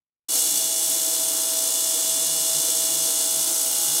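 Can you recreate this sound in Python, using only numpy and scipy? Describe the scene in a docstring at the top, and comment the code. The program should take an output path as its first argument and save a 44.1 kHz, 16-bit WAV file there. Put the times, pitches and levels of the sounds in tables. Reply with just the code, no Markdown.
"""At a workbench, one microphone nearby: the sound of a small, steadily running fan motor cuts in abruptly.
Every turn of the rotor repeats the same hum, knock and scratchy whine. Over them lies a loud bright hiss
that swells once a turn, coloured by close reflections from the walls and from a hand that hovers and then
leaves. Underneath, the air murmurs in a few low resonances of the housing."""
import sys
import numpy as np
from scipy import signal
from scipy.fft import rfft, irfft
from scipy.io import wavfile

SR = 44100
rng = np.random.default_rng(int(sys.argv[2]) if len(sys.argv) > 2 else 0)


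def file_out(sig):
    """Save sig as 16-bit WAV at sys.argv[1]."""
    # one column per channel
    cols = np.atleast_2d(sig).T
    # limit, then scale
    lim = np.clip(cols, -1, 1)
    pcm = np.round(lim * 32767).astype(np.int16)
    wavfile.write(sys.argv[1], SR, pcm)


N = 176400
T = np.arange(N) / SR
BIN_HZ = np.arange(N // 2 + 1) * SR / N
TURNS_PER_S = 59.25


def from_db(db):
    """Decibels to gain."""
    return 10 ** (np.asarray(db) / 20)


def rms_one(x):
    """Scale to rms 1."""
    return x / np.sqrt(np.mean(x ** 2) + 1e-20)


def in_time(rows):
    """A (time, value) curve at every sample."""
    return np.interp(T, *np.transpose(rows))


def swing(rows):
    """Gain of a level curve about its mean."""
    db = in_time(rows)
    return from_db(db - db.mean())


def gain_at(spectrum, hz):
    """Gain of a (frequency, level) table, read on a log-frequency axis."""
    table_hz, db = np.transpose(sorted(spectrum))
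    return from_db(np.interp(np.log(np.maximum(hz, 1)), np.log(table_hz), db))


def shaped_noise(gains):
    """White noise weighted by one gain per frequency bin."""
    return irfft(rfft(rng.standard_normal(N)) * gains, N)


def colour(white, spectrum):
    """Give white noise of rms 1 a spectrum in dB per Hz."""
    return irfft(rfft(white) * gain_at(spectrum, BIN_HZ), N) * np.sqrt(SR / 2)


def drift(rate):
    """Random wander of spread 1, changing about `rate` times a second."""
    return rms_one(shaped_noise((BIN_HZ > 0) / (1 + (BIN_HZ / rate) ** 2)))


def resonance(hz, width_hz):
    """Noise ringing in one resonance; rms 1."""
    return rms_one(shaped_noise(1 / (1 + ((BIN_HZ - hz) / width_hz) ** 2) ** 1.34))


def each_turn(turn, partials, size=8192):
    """Play one turn's sound, built from complex rms partials 1, 2, .., at the rotor's angle."""
    cycle = irfft(np.r_[0, partials], size) * size / np.sqrt(2)
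    return np.interp(turn % 1 * size, np.arange(size + 1), np.r_[cycle, cycle[0]])


def tone(turn, order, db, waver_db, lead_cycles):
    """One partial locked to the rotor, wavering in level."""
    amplitude = np.sqrt(2) * from_db(db + waver_db * drift(1.4))
    return amplitude * np.cos(2 * np.pi * (order * turn + lead_cycles))


def noise_floor():
    """Very faint pink noise, the near silence before the running motor's sound cuts in."""
    return from_db(-100) * rms_one(shaped_noise(1 / np.sqrt(BIN_HZ + 10)))


# Partials of the hum: (order [per turn], base level [dB], shift at full thinning [dB])
HUM_PARTIALS = [(5, -53.5, -3), (8, -51.5, -6), (11, -42, -8.5), (14, -53, 4.5), (17, -53, -14),
                (21, -62.5, -2), (23, -61, -19)]
# The hum is thinner at the start and again near the end: (time [s], thinning [0-1])
HUM_THINNING = [(.3, 0.4), (.7, 0.41), (1.0, 0.08), (3.5, 0.06), (3.82, 0.9)]
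# Rise and fall of the whole hum: (time [s], level [dB])
HUM_GAIN = [(.3, -3.5), (.42, -0.5), (.7, 0), (1.0, 0), (1.4, 0.5), (1.8, -1), (2.7, 0), (3.5, 0.5),
            (4, 1.5)]
def hum(turn):
    """Low partials of the motor; mostly three orders apart, they throb three times a turn."""
    thinning = in_time(HUM_THINNING)
    partials = sum(tone(turn, order, db + shift_db * thinning, waver_db=.8, lead_cycles=.24)
                   for order, db, shift_db in HUM_PARTIALS)
    return from_db(in_time(HUM_GAIN)) * partials


# Spectrum of the knock: (frequency [Hz], base level per partial [dB])
KNOCK_SPECTRUM = [(300, -75), (700, -78.5), (900, -57), (1100, -59.5), (1300, -57.5), (1500, -59.5),
                  (1900, -75.5), (2200, -81), (2450, -76), (2700, -92), (3200, -76)]
# Rise and fall of the knock: (time [s], level [dB])
KNOCK_GAIN = [(.3, -3), (.42, -8), (.7, -13), (1.0, -8), (1.4, -1.5), (2.2, -4), (3.0, -3), (3.6, -3.5),
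              (4, 0)]
def knock(turn):
    """One short knock a turn: all partials in step."""
    orders = np.arange(1, 55)
    partials = gain_at(KNOCK_SPECTRUM, TURNS_PER_S * orders) * (orders > 3)
    return from_db(in_time(KNOCK_GAIN)) * each_turn(turn, partials)


# Partials of the whine: (order [per turn], base level [dB])
WHINE_PARTIALS = [(48, -47.5), (49, -62), (50, -49.5), (57, -44.5), (59, -41), (66, -51), (68, -47.5),
                  (74, -50.5), (88, -43), (107, -46)]
# Rise and fall of the whine: (time [s], level [dB])
WHINE_GAIN = [(.3, -1.5), (.45, 0.5), (.8, -2.5), (1.5, -2.5), (2.05, 0.5), (2.7, 0.5), (3.15, 0.5),
              (3.55, -5.5), (4, 1.5)]
def whine(turn):
    """High partials of the motor, locked to the rotor at random phases."""
    partials = sum(tone(turn, order, db, waver_db=1, lead_cycles=rng.random())
                   for order, db in WHINE_PARTIALS)
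    return from_db(in_time(WHINE_GAIN)) * partials


# Spectrum of the hiss before reflections: (frequency [Hz], base level [dB per Hz])
HISS_SPECTRUM = [(2000, -100), (2650, -122), (2790, -96.5), (2870, -64.5), (3030, -76.5), (3130, -68.5),
                 (3280, -77.5), (3480, -68), (3750, -72.5), (4350, -67), (4800, -70.5), (5050, -63.5),
                 (5200, -65.5), (5400, -65), (5900, -65.5), (6300, -62), (6460, -60.5), (6600, -61),
                 (7250, -67), (7700, -59.5), (8000, -59.5), (8300, -64.5), (8750, -58), (9250, -59.5),
                 (9600, -68.5), (10000, -65), (10600, -63.5), (11100, -67), (11500, -65), (12800, -66),
                 (13700, -75.5), (14500, -68), (15600, -74.5)]
def hiss(turn):
    """Bright, fluttering hiss that swells once a turn."""
    swell_db = 1.4 * np.cos(2 * np.pi * (turn - .19))   # peaks .19 turn after the knock
    flutter_db = .67 * drift(55)
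    pulsing = rms_one(rng.standard_normal(N) * from_db(swell_db + flutter_db))
    return colour(pulsing, HISS_SPECTRUM)


# Spectrum of the scratch: (frequency [Hz], base level per partial [dB])
SCRATCH_SPECTRUM = [(2600, -65), (3000, -65.5), (3500, -55), (3900, -58), (4800, -66), (6000, -53),
                    (7500, -46), (9000, -51.5), (10000, -48.5), (12000, -91)]
def scratch(turn, count=200):
    """A roughness repeating every turn fills the orders around the whine's; its pattern slowly changes."""
    orders = np.arange(1, count + 1)
    used = (orders > 20) & ~np.isin(orders, [order for order, _ in WHINE_PARTIALS])
    partials = gain_at(SCRATCH_SPECTRUM, TURNS_PER_S * orders) * used
    first, second = (each_turn(turn, partials * np.exp(2j * np.pi * rng.random(count))) for _ in range(2))
    blend = .5 * drift(.53)
    return first * np.cos(blend) + second * np.sin(blend)


def wall_echoes(x, gap_s=.005, decay_s=.006):
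    """The walls around the bench send back close echoes that ripple the spectrum finely."""
    t = T[:2048]
    echoes = rng.standard_normal(len(t)) * np.exp(-t / decay_s) * (t > gap_s)
    return from_db(-10.5) * signal.fftconvolve(x, echoes / np.linalg.norm(echoes))[:N]


def hand_scatter(x, extra_path_m=.33, tremble_m=.0043, paths=6, sound_m_per_s=343):
    """A trembling hand scatters sound to the microphone along several longer paths."""
    scatter = np.zeros(N)
    for spread in rng.uniform(.476, 2.2, paths):
        delay_s = (extra_path_m * spread + tremble_m * drift(2)) / sound_m_per_s
        scatter += np.interp(T - delay_s, T, x)
    return scatter / np.sqrt(paths)


# A hand hovers over the bench and then leaves: (time [s], scatter relative to direct sound [ratio])
HAND_SHARE = [(.3, .35), (.55, 0.37), (.7, 0.37), (1.0, 0.22), (1.2, 0.066), (1.6, 0.076)]
def with_reflections(direct):
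    """Direct sound, wall echoes and the hand's scatter meet at the microphone."""
    share = in_time(HAND_SHARE)
    return (direct + wall_echoes(direct) + share * hand_scatter(direct)) / np.sqrt(1 + share ** 2)


# Hiss and scratch below the treble, played about the curve's mean: (time [s], level [dB])
BODY_SWING = [(0.3, -25.5), (0.36, -22), (0.69, -24.5), (0.92, -23.5), (1.36, -25), (2.28, -23.5),
              (3.89, -24), (4.0, -22.5)]
# Their treble, also played about the mean: (time [s], level [dB])
TREBLE_SWING = [(0.3, -29), (0.33, -26), (0.76, -30), (0.88, -27.5), (1.54, -29), (3.49, -28.5),
                (4.0, -27.5)]
def bright_noise(turn, split_hz=9700):
    """Hiss and scratch with their reflections; the treble follows its own level."""
    bright = with_reflections(hiss(turn) + scratch(turn))
    body = irfft(rfft(bright) / (1 + (BIN_HZ / split_hz) ** 20), N)
    treble = bright - body
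    return swing(BODY_SWING) * body + swing(TREBLE_SWING) * treble


# Rush of the air: (frequency [Hz], level [dB per Hz])
AIR_SPECTRUM = [(20, -112), (50, -104), (80, -100), (120, -94), (180, -80), (230, -85.5), (400, -78.5),
                (570, -78), (760, -75), (930, -79), (1800, -84), (2500, -81), (3500, -86)]
# Resonances of the housing: (frequency [Hz], width [Hz], level [dB])
HOUSING_MODES = [(280.6, 26, -54.5), (332.6, 23, -50.5), (492.5, 18, -53), (656, 17, -53.5),
                 (815, 68, -59.5)]
def fan_air():
    """Air rushes softly and excites the housing's resonances; both flutter together."""
    rings = sum(from_db(db) * resonance(hz, width_hz) for hz, width_hz, db in HOUSING_MODES)
    rush = colour(rng.standard_normal(N), AIR_SPECTRUM)
    flutter_db = 1.1 * drift(14)
    return (rush + rings) * from_db(flutter_db)


# Surges of the lowest resonance: (time [s], relative level [dB])
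DRONE_SWING = [(0.3, -69), (0.53, -56), (0.54, -56.5), (1.22, -57), (1.25, -50), (1.54, -74), (1.63, -51),
               (1.72, -72), (2.4, -47.5), (2.46, -63), (2.59, -46.5), (2.65, -61), (3.05, -51.5),
               (3.13, -72), (3.42, -47.5), (3.52, -76), (3.93, -45), (4.0, -63)]
def drone():
    """The lowest resonance, a narrow band of noise that surges and sinks."""
    return from_db(-58) * rms_one(swing(DRONE_SWING) * resonance(hz=153, width_hz=5.7))


# Rise and fall of the rumble, ahead of the low cut: (time [s], level [dB])
RUMBLE_GAIN = [(.3, -84), (.78, -84), (.85, -66), (.95, -66), (1.02, -82), (1.11, -65), (1.2, -83),
               (1.5, -78), (2.2, -82), (4, -80)]
def rumble():
    """A faint, lumpy rumble in the deep bass."""
    lumps = from_db(drift(10))
    return from_db(in_time(RUMBLE_GAIN)) * rms_one(resonance(hz=48, width_hz=25) * lumps)


def scene(cut_in_s=.2842, attack_s=.009, speed_wander_hz=.03605):
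    """The running motor beside the bench, its sound cutting in over near silence; mono."""
    turn = np.cumsum(TURNS_PER_S + speed_wander_hz * drift(2.99)) / SR   # rotor angle in turns
    motor = hum(turn) + knock(turn) + whine(turn) + bright_noise(turn) + fan_air() + drone() + rumble()
    onset = np.clip((T - cut_in_s) / attack_s, 0, 1)
    return (motor * onset + noise_floor())[None]


def record(dry, low_cut_hz=44, high_cut_hz=15750):
    """The microphone's signal has its deep bass rolled off and its top cut steeply."""
    low_cut = signal.butter(4, low_cut_hz, "high", fs=SR, output="sos")
    high_cut = signal.ellip(14, .1, 100, high_cut_hz, fs=SR, output="sos")
    return signal.sosfilt(high_cut, signal.sosfilt(low_cut, dry))


dry = scene()
out = record(dry)
file_out(out)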